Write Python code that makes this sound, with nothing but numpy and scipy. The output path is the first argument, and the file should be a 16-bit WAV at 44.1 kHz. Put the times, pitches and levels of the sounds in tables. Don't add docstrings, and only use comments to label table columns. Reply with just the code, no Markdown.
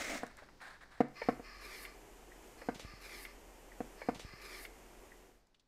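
import sys
import numpy as np
from scipy import signal
from scipy.fft import rfft, irfft, next_fast_len
from scipy.io import wavfile
from scipy.ndimage import uniform_filter1d

SR = 44100
rng = np.random.default_rng(int(sys.argv[2]) if len(sys.argv) > 2 else 0)


def bounce(signal):
    frames = np.transpose(np.atleast_2d(signal))
    limited = np.clip(frames, -1, 1)
    pcm = np.round(limited * 32767).astype(np.int16)
    wavfile.write(sys.argv[1], SR, pcm)


N = 250430
T = np.arange(N) / SR
REPEAT_S = 1.4

# start_s, level_db, contact_ms, crack_relative_db
KNOCKS = [(0.2332, -28.5, 0.88, -14.5), (1.0051, -14.5, 1.51, -16), (1.2869, -16, 1.19, -14.5),
          (1.396, -38.5, 1.6, -13.5), (2.687, -23, 1.29, -13), (3.805, -27.5, 1.4, -17.5),
          (4.087, -20.5, 1.35, -12.5)]
# delay_s, gain_db
CHATTER = [(0, 2.5), (.0041, -4), (.0083, -16)]
# pitch_hz, level_db, t60_s
WOOD_MODES = [(140.7, -26, 0.34), (260, -7, 0.029), (292.4, -26, .15), (321, -20.5, 0.13),
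              (477, -3.5, 0.021), (621, -22, 0.2), (719, 0, 0.019), (1106, -10, 0.062), (1400, 2, .012),
              (2120, -0.5, .012)]
# frequency_hz, level_db
CRACK_COLOUR = [(200, -30), (600, 0), (1400, 6.5), (2200, -2), (3200, -19), (6000, -24.5), (15000, -39.5)]
def knocks(crack_rise_s=0.00067, crack_t60_s=0.05, lowest_hz=120):
    out, t = np.zeros(N), T[:SR // 3]
    ring = sum(undb(db - 60 * t / t60) * np.cos(2 * np.pi * hz * t) for hz, db, t60 in WOOD_MODES)
    for s, db, contact_ms, crack_db in KNOCKS:
        push = np.sin(np.pi * np.minimum(t * 1000 / contact_ms, 1)) ** 2
        blow = signal.fftconvolve(ring, push)[:len(t)]
        blow = -blow / np.abs(blow).max()
        for delay, rebound_db in CHATTER:
            add(out, s + delay, undb(db + rebound_db) * blow)
        crack = colour(rng.standard_normal(len(t)), CRACK_COLOUR)
        add(out, s, crack * strike(t, db + crack_db, crack_rise_s, crack_t60_s))
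    return signal.sosfilt(signal.butter(2, lowest_hz, "high", fs=SR, output="sos"), out)


# start_s, level_db
GRAZES = [(1.2161, -26), (2.6149, -37), (4.0155, -32)]
# pitch_hz, width_hz, level_db
GRAZE_MODES = [(503, 104, -3), (875, 84, -3.5), (1730, 460, -13.5), (2200, 63, -3)]
def grazes():
    return sum(contact(s, db, GRAZE_MODES, rise_s=0.0014, t60_s=0.045) for s, db in GRAZES)


# time_s, level_db
SLIDE_LEVEL = [(1.6, -63), (1.63, -53), (1.69, -55.5), (1.75, -48.5), (1.8, -55.5), (1.85, -56),
               (1.88, -87)]
# frequency_hz, level_db
SLIDE_COLOUR = [(150, -50), (400, 7), (700, -8), (1250, -11), (1750, -0.5), (2300, 2.5), (2900, -11.5),
                (4700, -5.5), (6500, -14.5), (12500, -23), (15500, -44)]
# time_s, level_db
GRAIN_LEVEL = [(1.608, -86), (1.616, -65.5), (1.73, -66), (1.835, -55.5), (1.872, -71)]
def slides(first_lag_s=0.00068, last_lag_s=0.001147, echo_gain=0.5):
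    slips = friction(12000, 0.8, 1.9)
    lag = np.interp(T, [SLIDE_LEVEL[0][0], SLIDE_LEVEL[-1][0]], [first_lag_s, last_lag_s])
    swept = slips + echo_gain * np.interp(T - lag, T, slips)
    grain = ring_with(friction(12000, 1.9, 1.0), [(11000, 11000, 0)])
    slide = colour(swept, SLIDE_COLOUR) * curve(SLIDE_LEVEL) + grain * curve(GRAIN_LEVEL)
    return repeat(slide, count=3)


# start_s, level_db, centre_hz, width_hz
CATCHES = [(1.850, -39.5, 2110, 1210), (2.317, -50, 1900, 400)]
def catches():
    pair = sum(contact(s, db, [(hz, width, 0)], rise_s=0.0021, t60_s=0.043)
               for s, db, hz, width in CATCHES)
    return repeat(pair, count=3)


# time_s, scrape_db, groan_db
SCRAPE_LEVELS = [(0, -41.5, -48), (.06, -44, -70), (.09, -42, -46.5), (.155, -43.5, -43.5),
                 (.19, -48, -58.5), (.225, -59.5, -54), (.3, -85, -62.5)]
# frequency_hz, level_db
SCRAPE_COLOUR = [(60, -7), (130, -21), (260, -5), (600, -2.5), (950, -13), (1250, -5.5), (1550, -5.5),
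                 (2150, 1), (2700, -10.5), (4800, -13), (5800, -11), (8000, -15), (12000, -28),
                 (15000, -26)]
# pitch_hz, width_hz, level_db
GROAN_MODES = [(258, 99, 0), (620, 220, 0), (770, 75, -27)]
def scrape():
    levels = np.array(SCRAPE_LEVELS)
    drag = colour(friction(20000, 0.75, 1.0), SCRAPE_COLOUR)
    groan = ring_with(friction(3000, 0.64, 0.89), GROAN_MODES)
    return drag * curve(levels[:, [0, 1]]) + groan * curve(levels[:, [0, 2]])


# start_s, level_db
SCUFFS = [(2.745, -52.5), (2.794, -50)]
# start_s, level_db, pitch_hz
BUMPS = [(2.759, -36, 169), (2.798, -32.5, 430), (2.849, -37, 66.4), (2.937, -41, 114)]
def shuffles(bump_cycles=3):
    out = sum(contact(s, db, [(3050, 5400, 0)], rise_s=0.00051, t60_s=0.23) for s, db in SCUFFS)
    t = T[:SR // 4]
    for s, db, hz in BUMPS:
        add(out, s, np.cos(2 * np.pi * hz * t) * strike(t, db, rise_s=0.00016, t60_s=bump_cycles / hz))
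    return repeat(out, count=2)


# start_s, level_db, centre_hz
TAPS = [(.154, -40, 900), (.421, -49.5, 597), (0.488, -53.5, 1000), (0.604, -56, 1620), (.811, -52, 1340),
        (5.545, -65, 3000), (5.596, -67, 4000)]
# start_s, level_db
TICKS = [(.233, -47), (.266, -49), (0.276, -56), (0.369, -49.5), (1.084, -62), (2.669, -56), (4.069, -60),
         (5.47, -66)]
def taps():
    dull = sum(contact(s, db, [(hz, 0.96 * hz, 0)], rise_s=0.00037, t60_s=0.055) for s, db, hz in TAPS)
    sharp = sum(contact(s, db, [(6400, 9000, 0)], rise_s=0.00048, t60_s=0.012) for s, db in TICKS)
    return dull + sharp


# start_s, length_s, level_db
BRUSH_STROKES = [(.2, 0.095, -57.5), (.368, 0.03, -55.5), (.598, 0.13, -51.5), (.803, 0.025, -57.5),
                 (.9, 0.18, -60)]
# frequency_hz, level_db
BRUSH_COLOUR = [(200, -17.5), (450, -11.5), (720, -3.5), (1100, -3), (1350, -3.5), (1650, 3), (2300, -9.5),
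                (2900, -17.5), (4200, -13.5), (6000, -24.5), (8500, -23.5), (14000, -36.5)]
def brushing():
    brush = colour(friction(16000, 1, 2.4), BRUSH_COLOUR)
    return brush * strokes(BRUSH_STROKES, attack_s=0.019, sag_db_per_s=28)


# start_s, length_s, level_db
RUB_STROKES = [(1.138, 0.15, -53.5), (1.415, .48, -54.5), (2.56, .16, -61.5), (2.82, .48, -58),
               (3.955, 0.15, -59), (4.22, 0.42, -56.5)]
# pitch_hz, width_hz, level_db
RUB_MODES = [(1183, 140, 12), (1768, 280, 9), (2067, 123, 11.5), (2323, 490, 6.5), (4440, 320, 4),
             (4995, 810, 3), (10500, 8600, -28.5)]
def edge_rub(drift=0.011):
    edge = ring_with(friction(8000, 1.5, 1.2), RUB_MODES)
    warped_time = T + drift * np.cumsum(walk(14)) / SR
    edge = unit(np.interp(warped_time, T, edge, period=N / SR))
    return edge * strokes(RUB_STROKES, attack_s=0.039, sag_db_per_s=7.5)


# frequency_hz, t60_s
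ROOM_DECAY = [(150, 0.37), (500, 0.18), (2000, 0.53), (10000, 0.15)]
def room(x, wet_db=-17, first_echo_s=0.0099):
    t = T[:SR // 2]
    tail = np.zeros(len(t))
    for hz in 125 * 2. ** np.arange(8):
        band = resonate(rng.standard_normal(len(t)), hz, hz / 2)
        tail += band * undb(-60 * t / on_log_axis(ROOM_DECAY, hz))
    tail *= t > first_echo_s
    return x + undb(wet_db) * signal.fftconvolve(x, tail / np.linalg.norm(tail))[:N]


# time_s, level_db
HISS_SWELL = [(1.521, -63), (1.689, -58.5), (2.32, -59), (2.46, -56.5)]
# frequency_hz, level_db
HISS_COLOUR = [(20, -6.5), (45, -6.5), (80, -20), (130, -18), (220, -10), (380, -2), (540, -8.5), (760, -8),
               (1260, -16.5), (1950, -17), (2900, -19.5), (4000, -28.5), (7000, -22), (11000, -28.5),
               (13800, -27), (15500, -49)]
def hiss_and_rumble(start_s=1.064, rise_s=0.22, end_s=5.46, fall_s=0.4, rumble_db=-68, hum_db=-62):
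    s, db = np.transpose(HISS_SWELL)
    hiss = colour(rng.standard_normal(N), HISS_COLOUR) * undb(np.interp(T, s, db, period=REPEAT_S))
    rumble = ring_with(rng.standard_normal(N), [(41, 30, 0)]) * undb(rumble_db)
    hum_hz = 42 * (1 + 0.0596 * walk(11))
    hum = unit(np.sin(2 * np.pi * np.cumsum(hum_hz) / SR)) * undb(hum_db)
    fade = np.clip(np.minimum((T - start_s) / rise_s, (end_s - T) / fall_s), 0, 1)
    return fade * (hiss + rumble + hum)


# time_s, level_db
TONE_LEVEL = [(0, -58.5), (1.2, -66), (5.2, -67), (5.45, -72.5), (5.68, -78.5)]
# frequency_hz, level_db
TONE_COLOUR = [(25, 7.5), (45, 3), (85, -4.5), (130, -5.5), (260, -5.5), (450, -8.5), (750, -11),
               (1700, -16.5), (3000, -22.5), (5000, -20.5), (9000, -32), (15000, -38)]
def room_tone():
    return colour(rng.standard_normal(N), TONE_COLOUR) * curve(TONE_LEVEL)


def friction(slips_per_s, spread_db, judder_db):
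    slips = (rng.random(N) < slips_per_s / SR) * rng.standard_normal(N)
    return unit(slips * undb(spread_db * rng.standard_normal(N) + judder_db * walk(70)))


def strokes(rows, attack_s, sag_db_per_s, release_t60_s=0.25):
    gain = np.zeros(N)
    for s, length, db in rows:
        t = np.maximum(T - s, 0)
        sag_db = sag_db_per_s * np.minimum(t, length)
        release_db = 60 * np.maximum(t - length, 0) / release_t60_s
        gain += np.minimum(t / attack_s, 1) * undb(db - sag_db - release_db)
    return gain


def contact(s, db, modes, rise_s, t60_s):
    out, t = np.zeros(N), T[:SR // 4]
    grit = ring_with(rng.standard_normal(len(t)), modes)
    add(out, s, grit * strike(t, db, rise_s, t60_s))
    return out


def strike(t, db, rise_s, t60_s):
    return (1 - np.exp(-t / rise_s)) * undb(db - 60 * t / t60_s)


def ring_with(x, modes):
    return unit(sum(undb(db) * resonate(resonate(x, hz, width), hz, width) for hz, width, db in modes))


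def resonate(x, hz, width):
    g, k = np.tan(np.pi * hz / SR), width / hz
    return signal.lfilter([g * k, 0, -g * k], [1 + g * k + g * g, 2 * (g * g - 1), 1 - g * k + g * g], x)


def colour(x, points):
    size = next_fast_len(len(x))
    gain = undb(on_log_axis(points, np.fft.rfftfreq(size, 1 / SR)))
    return unit(irfft(rfft(x, size) * gain, size)[:len(x)])


def on_log_axis(points, hz):
    f, value = np.transpose(points)
    return np.interp(np.log(hz + 1), np.log(f), value)


def walk(rate_hz):
    hold = int(SR / rate_hz)
    steps = rng.standard_normal(N // hold + 1)[np.arange(N) // hold]
    return unit(uniform_filter1d(steps, hold))


def curve(rows):
    s, db = np.transpose(rows)
    return undb(np.interp(T, s, db, left=-np.inf, right=-np.inf))


def repeat(x, count):
    out = np.zeros(N)
    for k in range(count):
        add(out, k * REPEAT_S, x)
    return out


def add(out, s, x):
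    i = int(s * SR)
    out[i:i + len(x)] += x[:N - i]


def undb(db):
    return 10 ** (np.asarray(db) / 20)


def unit(x):
    return x / np.sqrt(np.mean(x ** 2))


def scene():
    box = knocks() + grazes() + taps() + catches() + shuffles()
    box += scrape() + brushing() + edge_rub() + slides()
    return (room(box) + room_tone() + hiss_and_rumble())[None]


def record(dry, top_hz=15400):
    return signal.sosfilt(signal.ellip(8, .2, 70, top_hz, fs=SR, output="sos"), dry)


dry = scene()
out = record(dry)
bounce(out)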